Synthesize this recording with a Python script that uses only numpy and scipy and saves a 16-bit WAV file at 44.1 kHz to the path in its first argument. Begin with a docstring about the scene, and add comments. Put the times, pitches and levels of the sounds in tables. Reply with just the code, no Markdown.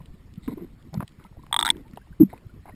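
"""Under water, close in at a camera's plastic housing, as a diver hauls along a rope; 2.75 s.
Lumpy water rumble (shaped noise), thin hiss and stray bubbles run throughout as the background.
From the start soft thumps (short sliding tones) and dry ticks (noise bursts); knocks at 0.48 and 0.97 s
come with bubbles (rising tones) and grainy rubbing (resonant noise). From 1.53 to 1.71 s a strap creaks
in a run of slips (ringing modes); at 2.2 s the hardest thumps, then bubbles and a last rub.
At the microphone a coarse sample-and-hold mirrors it all into the treble."""
import sys
import numpy as np
from scipy import signal
from scipy.fft import irfft
from scipy.io import wavfile
from scipy.ndimage import uniform_filter1d

SR = 44100
rng = np.random.default_rng(int(sys.argv[2]) if len(sys.argv) > 2 else 0)


def dump(signal):
    """Clip the signal to [-1, 1] and save it as 16-bit WAV at the path in sys.argv[1]."""
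    limited = np.clip(np.atleast_2d(signal).T, -1, 1)
    pcm = np.round(limited * 32767).astype(np.int16)
    wavfile.write(sys.argv[1], SR, pcm)


N = 121275  # samples, 2.75 s


def amp(db):
    """Turn decibels into an amplitude factor."""
    return 10 ** (np.asarray(db) / 20)


def evened(x):
    """Scale to an RMS of 1."""
    return x / np.sqrt(np.mean(x ** 2) + 1e-20)


def read(points, hz):
    """Read a curve of (f/Hz, value) points along a logarithmic frequency axis."""
    f, value = np.transpose(points)
    return np.interp(np.log(hz + 1), np.log(f + 1), value)


def add(mix, start_s, sound):
    """Lay a sound into the mix at its start time, cut off at the end."""
    part = mix[max(round(start_s * SR), 0):][:len(sound)]
    part += sound[:len(part)]


def resonate(x, hz, width):
    """A fixed resonance of gain 1: shift its band to zero, smooth with one pole, shift back."""
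    turn = np.exp(2j * np.pi * hz * np.arange(len(x)) / SR)
    pole = np.exp(-np.pi * width / SR)
    smoothed = signal.lfilter([1 - pole], [1, -pole], x / turn)
    return 2 * (turn * smoothed).real


def blip(db, hz, length, skew, glide):
    """A few cycles that swell and fade while the pitch slides; skew below 1 puts the peak early."""
    u = np.arange(0, length, 1 / SR) / length
    swell = np.sin(np.pi * u ** skew) ** 2
    pitch = hz * (1 + glide * (u - .5))
    return amp(db) * swell * np.sin(2 * np.pi * np.cumsum(pitch) / SR)


def ring(hz, db, t60):
    """A struck mode: a sine that decays exponentially, by 60 dB in t60 seconds."""
    t = np.arange(3000) / SR
    return amp(db - 60 * t / t60) * np.sin(2 * np.pi * hz * t)


# Low thumps on the housing: start t/s, peak level/dB, mid-slide f/Hz, length t/s
HOUSING_THUMPS = [(.0, -38, 150, 0.029), (0.137, -37.5, 170, 0.0152), (0.257, -38.5, 90, 0.012),
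                  (0.317, -39, 80, 0.022), (0.374, -27.5, 165, 0.017), (0.475, -20, 258, 0.0223),
                  (0.477, -35.5, 443, 0.028), (.49, -32.5, 143, 0.0228), (0.508, -34, 260, .03),
                  (0.528, -30, 220, 0.023), (0.571, -29, 338, 0.0167), (.6, -38, 338, 0.058),
                  (.601, -37, 180.7, 0.059), (0.63, -44, 250, 0.046), (0.92, -34.5, 150, 0.043),
                  (0.947, -28, 190, 0.026), (0.971, -18, 155, 0.017), (0.993, -21.5, 155, 0.013),
                  (1.024, -29.5, 169, 0.016), (1.037, -34.5, 110, 0.017), (1.245, -44.5, 193, 0.032),
                  (1.31, -39.5, 130, 0.015), (1.44, -38.5, 148, 0.00506), (1.61, -47, 131, 0.039),
                  (1.698, -30.5, 219, .014), (1.713, -38.5, 284, 0.025), (1.757, -33.5, 310, 0.0094),
                  (1.793, -48.5, 300, 0.0425), (1.933, -33.5, 184, 0.01315), (2.199, -13, 297, 0.014),
                  (2.2015, -3, 304.4, 0.033), (2.197, -14, 190, 0.022), (2.193, -27.5, 95, .05),
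                  (2.27, -46, 205, .03), (2.2287, -4, 237.5, 0.013), (2.237, -22, 190, 0.032),
                  (2.253, -34, 200, 0.033), (2.325, -40, 110, 0.027), (2.328, -41.5, 420, 0.016),
                  (2.457, -34, 105, 0.0218), (2.587, -42, 70, .03), (2.736, -41, 200, .015)]


def thump(db, hz, length):
    """A knock on the housing: a low tone whose pitch sags a little as it swells and fades."""
    return blip(db, hz, length, skew=0.84, glide=-0.087)


# Slips of the strap: start t/s, main shrill mode f/Hz, level/dB, second shrill mode f/Hz, level/dB,
# main shrill t60 t/s, stiffening mode f/Hz, level/dB, shell level/dB, snap level/dB
STRAP_SLIPS = [(1.5272, 3386, -7, 3600, -11.5, 0.014, 1167, -16.5, -23.5, -55),
               (1.5423, 3280, -14.5, 3680, -11, 0.0157, 1130, -16, -21, -48),
               (1.5639, 3360, -6.5, 3698, -8.5, 0.014, 1150, -13.5, -22.5, -38.5),
               (1.59, 3724, -12.5, 3520, -6.5, 0.024, 1260, -15, -21, -53),
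               (1.6, 3390, -31, 3760, -19, 0.019, 1180, -20, -39, -22),
               (1.6105, 3610, -11.5, 3900, -32, 0.0087, 1310, -20.5, -29, -28.5),
               (1.6266, 3584, -10, 3425, -5.5, 0.017, 1225, -15.5, -21.5, -30),
               (1.6495, 3550, -21.5, 3900, -15, 0.018, 1363, -15, -29.5, -30.5),
               (1.6576, 3470, -24.5, 3870, -16.5, .02, 1390, -19.5, -26.5, -20.5),
               (1.6655, 3620, -13, 3907, -15.5, .02, 1408, -16, -27, -33),
               (1.6772, 3250, -22.5, 3766, -23, .022, 1600, -19.5, -23, -32),
               (1.689, 3433, -21, 3690, -28.5, 0.016, 1910, -19, -24.5, -23.5),
               (1.7024, 3470, 4.5, 3857, -3, 0.0098, 2183, -16, -26, -16.5),
               (1.709, 3314, -29.5, 3862, -29.5, 0.0096, 2100, -31, -40, -29.5)]
# Modes of the housing shell: f/Hz, level/dB added to the slip's shell level, t60 t/s
SHELL_MODES = [(786, -31, .015), (921, -3, 0.033), (958.4, -2.5, 0.039), (1590, 6, 0.0057),
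               (1902, -0.5, .012), (2160, -18.5, .012), (5469, -24.5, 0.0033)]
SHRILL_RISE_S, BODY_RISE_S = 0.00046, 0.00015
STIFF_T60, SNAP_T60 = 0.016, 0.016  # s
SECOND_LASTS = 0.57  # the second shrill mode dies sooner: share of the main t60
DIP_HZ, DIP_WIDTH_HZ, STRAP_LOW_HZ = 2590, 430, 740


def slip(hz_a, db_a, hz_b, db_b, shrill_t60, stiff_hz, stiff_db, shell_db, snap_db):
    """One slip rings two beating shrill modes, a mode that stiffens along the creak, and the shell."""
    t = np.arange(3000) / SR
    shrill = ring(hz_a, db_a, shrill_t60) - ring(hz_b, db_b, SECOND_LASTS * shrill_t60)
    shrill = shrill * (1 - np.exp(-t / SHRILL_RISE_S)) ** 2
    shell = sum(ring(hz, shell_db + db, t60) for hz, db, t60 in SHELL_MODES)
    snap = amp(snap_db - 60 * t / SNAP_T60) * rng.standard_normal(3000)
    body = (ring(stiff_hz, stiff_db, STIFF_T60) + shell + snap) * (1 - np.exp(-t / BODY_RISE_S))
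    body = body - resonate(body, DIP_HZ, DIP_WIDTH_HZ)
    no_bass = signal.butter(N=8, Wn=STRAP_LOW_HZ, btype="high", fs=SR, output="sos")
    return signal.sosfilt(no_bass, shrill + body)


# Bubbles: start t/s, peak level/dB, mid-slide f/Hz, length t/s
SINGLE_BUBBLES = [(.005, -47.5, 1020, 0.013), (0.482, -39.5, 1064, 0.024), (.478, -46.5, 1300, 0.024),
                  (.488, -48, 990, 0.026), (0.522, -50, 960, 0.022), (0.514, -47, 1050, 0.0173),
                  (0.574, -58, 915, 0.0074), (.581, -46.5, 1045, 0.012), (0.932, -45.5, 780, 0.012),
                  (0.942, -33, 680, 0.0066), (0.95, -36, 870, 0.0063), (0.978, -46, 1310, 0.0071),
                  (1.004, -33.5, 910, 0.0049), (1.006, -23.5, 1175, 0.0031), (1.021, -42.5, 660, 0.0295),
                  (1.027, -24.5, 760, 0.00167), (1.199, -52, 1290, 0.0091), (1.211, -55.5, 1150, .008),
                  (1.223, -57, 1590, .012), (1.249, -43, 960, 0.011), (1.25, -53.5, 1350, 0.042),
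                  (1.326, -52, 900, 0.0073), (1.37, -46.5, 712, 0.0089), (1.393, -52.5, 1020, 0.022),
                  (1.435, -46, 1080, 0.014), (1.467, -43, 1106, 0.0035), (1.512, -38.5, 860, 0.0082),
                  (1.75, -49, 1690, 0.0053), (1.768, -49.5, 990, 0.007), (1.852, -56, 928, 0.056),
                  (1.974, -29.5, 815, 0.0054), (1.977, -43, 930, 0.014), (1.978, -39.5, 405, 0.0077),
                  (2.014, -56, 1667, 0.026), (2.072, -52.5, 830, 0.0073), (2.127, -52, 1600, 0.016),
                  (2.302, -44.5, 2180, 0.00554), (2.33, -32.5, 703, .008), (2.336, -34, 900, 0.0094),
                  (2.344, -56.5, 2130, 0.0087), (2.378, -45.5, 2450, 0.0042), (2.494, -57.5, 1476, 0.031),
                  (2.656, -39.5, 785, 0.0071), (2.681, -40, 815, 0.009), (2.694, -40, 803, 0.0104),
                  (2.721, -55, 1950, 0.028)]


def bubble(db, hz, length):
    """A popping bubble: a short tone, early to peak, that rises in pitch."""
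    return blip(db, hz, length, skew=0.33, glide=0.14)


# Dry ticks: start t/s, nominal level/dB, centre f/Hz
DRY_TICKS = [(.058, -38, 3120), (.338, -41, 3740), (.357, -43.5, 3320), (.478, -28, 1850),
             (.941, -25.5, 4500), (.9415, -40, 2860), (1.004, -28.5, 1460), (1.016, -38, 1980),
             (1.028, -41, 1670), (1.078, -33, 3500), (1.0785, -37, 2000), (1.24, -41.5, 3400),
             (1.428, -43.5, 3960), (1.768, -36, 2600), (1.88, -45, 2490), (1.911, -46.5, 4200),
             (1.934, -31.5, 1660), (1.959, -39, 3726), (1.972, -32, 2590), (1.974, -28.5, 1220),
             (2.329, -36, 1210), (2.365, -53, 1510), (2.64, -60.5, 2023), (2.583, -48, 2030),
             (.018, -40.5, 2120), (.825, -46.5, 3000), (1.091, -45, 3570), (1.12, -43, 2500),
             (1.465, -41.5, 2480)]
TICK_T60, TICK_RISE_S = .012, 0.00064  # s
TICK_WIDTH = .55  # bandwidth as a share of the centre frequency


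def tick(db, hz):
    """A short burst of noise in a wide band, with a quick rise and an exponential decay."""
    t = np.arange(1200) / SR
    noise = rng.standard_normal(1200)
    for _ in range(2):
        noise = resonate(noise, hz, TICK_WIDTH * hz)
    # the noise RMS starts 7.5 dB under the nominal level
    decay = amp(db - 7.5 - 60 * t / TICK_T60)
    return evened(noise) * decay * (1 - np.exp(-t / TICK_RISE_S))


# Rubbing of skin and rope: start t/s, length t/s, hiss level/dB, tilt in dB per octave, scrub level/dB
SKIN_ROPE_RUBS = [(.424, 0.05, -60, 11, -83), (.478, 0.0633, -57.5, 3.5, -38.5),
                  (.575, 0.077, -65.5, -0.5, -43), (.928, 0.055, -56, -3.5, -46),
                  (1.003, 0.015, -44, -12, -42), (1.018, 0.016, -40.5, -12.5, -52),
                  (1.19, 0.082, -64, -2.5, -61.5), (1.58, .24, -65, -2, -48),
                  (2.198, 0.036, -59.5, -4.5, -30), (2.29, 0.042, -59.5, 2, -73.5),
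                  (2.335, 0.052, -61, -2, -52), (2.656, 0.055, -52.5, -8.5, -57)]
# Resonances that colour the rubbing hiss: f/Hz, width f/Hz, level/dB before the tilt
RUB_RESONANCES = [(680, 250, -9), (941, 300, 1), (1456, 170, -2.5), (2064, 390, 2.5), (3770, 880, -4.5)]
SCRUB_HZ, SCRUB_WIDTH_HZ, RUB_EDGE_S, RUB_GRAIN_DB = 290, 150, 0.0034, 4


def rub(length, hiss_db, tilt_db, scrub_db):
    """Friction through the housing: noise of grainy level drives a resonant hiss and a low scrub."""
    hiss_noise, scrub_noise, grain_noise = rng.standard_normal((3, 12000))
    t = np.arange(0, length, 1 / SR)
    grain = amp(RUB_GRAIN_DB * evened(uniform_filter1d(grain_noise, size=60)))
    hiss = 0
    for hz, width, db in RUB_RESONANCES:
        band = resonate(resonate(hiss_noise * grain, hz, width), hz, width)
        hiss = hiss + amp(db + tilt_db * np.log2(hz / 2000)) * evened(band)
    scrub = resonate(scrub_noise * grain, SCRUB_HZ, SCRUB_WIDTH_HZ)
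    scrub = evened(resonate(scrub, SCRUB_HZ, SCRUB_WIDTH_HZ))
    edges = np.clip(np.minimum(t, length - t) / RUB_EDGE_S, 0, 1)
    return edges * (amp(hiss_db) * evened(hiss) + amp(scrub_db) * scrub)[:len(t)]


FIZZ_PER_S, FIZZ_DB, FIZZ_SPREAD_DB = 60, -70, 1


def fizz():
    """Faint stray bubbles at random times, with random level, pitch and length."""
    out = np.zeros(N)
    for when, size, pitch, length in rng.random((400, 4)):
        start_s = when * 400 / FIZZ_PER_S
        if start_s < N / SR:
            db = FIZZ_DB - FIZZ_SPREAD_DB * np.log(size + .01)
            add(out, start_s, bubble(db, 600 * 4.5 ** pitch, .004 + 0.0042 * length))
    return out


# Spectrum of the water, only its shape counts: f/Hz, level/dB per Hz
WATER_SPECTRUM = [(12, -28.5), (20, 4.5), (67, -5), (202, -8.5), (323, -16.5), (449, -23), (849, -32.5),
                  (1080, -29), (1610, -35.5), (1810, -31), (2450, -36), (5600, -43), (7280, -86),
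                  (12300, -120)]
# Surge of the rumble, only the swing about its mean counts: t/s, level/dB
WATER_SURGE = [(0.0, -48.5), (0.31, -52.5), (0.5, -47.5), (0.96, -54.5), (1.76, -47), (1.92, -49.5),
               (2.02, -51.5), (2.75, -50)]
WATER_DB = -49  # RMS level before the surge
LUMPS_DB, HISS_LUMPS_DB = 2, 2.48  # unevenness: extra in the bass, and at all frequencies


def water():
    """Lumpy low rumble that surges, over a thin hiss: noise shaped frame by frame in the spectrum."""
    frames = N // 256 + 5
    hz = np.fft.rfftfreq(1024, 1 / SR)
    real, imag, lumps = rng.standard_normal((frames, 513, 3)).T
    # smooth the lumps over frequency, then over time
    lumps = uniform_filter1d(lumps, size=8, axis=0)
    lumps = evened(uniform_filter1d(lumps, size=4, axis=1))
    lump_db = HISS_LUMPS_DB + LUMPS_DB / (1 + (hz[:, None] / 500) ** 2)
    s, db = np.transpose(WATER_SURGE)
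    surge_db = np.interp(np.arange(frames) * 256 / SR, s, db - db.mean())
    surge_db = surge_db / (1 + (hz[:, None] / 700) ** 2)  # the hiss hardly surges
    spectrum = (real + 1j * imag) * amp(read(WATER_SPECTRUM, hz)[:, None] + lump_db * lumps)
    steady = signal.istft(spectrum, nperseg=1024, noverlap=768)[1][:N]
    surging = signal.istft(spectrum * amp(surge_db), nperseg=1024, noverlap=768)[1][:N]
    return amp(WATER_DB) / steady.std() * surging


def scene():
    """Water and stray bubbles, with every timed sound laid on top; one channel."""
    mix = water() + fizz()
    for table, source in ((HOUSING_THUMPS, thump), (STRAP_SLIPS, slip), (SINGLE_BUBBLES, bubble),
                          (DRY_TICKS, tick), (SKIN_ROPE_RUBS, rub)):
        for start_s, *row in table:
            add(mix, start_s, source(*row))
    return mix[None]


def low_pass(x, edge_hz):
    """A steep band limit."""
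    taps = signal.firwin(401, edge_hz, window=("kaiser", 8), fs=SR)
    return signal.oaconvolve(x, taps[None], "same")


# Treble response of the microphone: f/Hz, level/dB
MICROPHONE_TREBLE = [(6000, 1), (9000, 1), (12000, 0.5), (14000, 2), (15200, -5.5), (15700, -22),
                     (16600, -20)]
HOLD_HZ, SOURCE_EDGE_HZ, EDGE_HZ = 12000, 5850, 16700
HISS_DB = -87.5  # RMS before the final band limit


def record(dry):
    """Sampled coarsely and held: the band repeats, mirrored, around the sampling rate; then band-limited."""
    t = np.arange(N) / SR
    sampled = low_pass(dry, SOURCE_EDGE_HZ) * (1 + 2 * np.cos(2 * np.pi * HOLD_HZ * t))
    hz = np.fft.rfftfreq(513, 1 / SR)
    # the hold dulls the treble as a sinc; a gentler sinc lifts part of it back
    droop = np.sinc(hz / HOLD_HZ)
    lift = np.sinc(np.minimum(hz, HOLD_HZ / 2) / HOLD_HZ / 2)
    response = droop / lift * amp(read(MICROPHONE_TREBLE, hz))
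    taps = np.roll(irfft(response, 513), 256) * np.hanning(513)
    held = signal.oaconvolve(sampled, taps[None], "same")
    hiss = amp(HISS_DB) * rng.standard_normal(dry.shape)
    return low_pass(held + hiss, EDGE_HZ)


dry = scene()
out = record(dry)
dump(out)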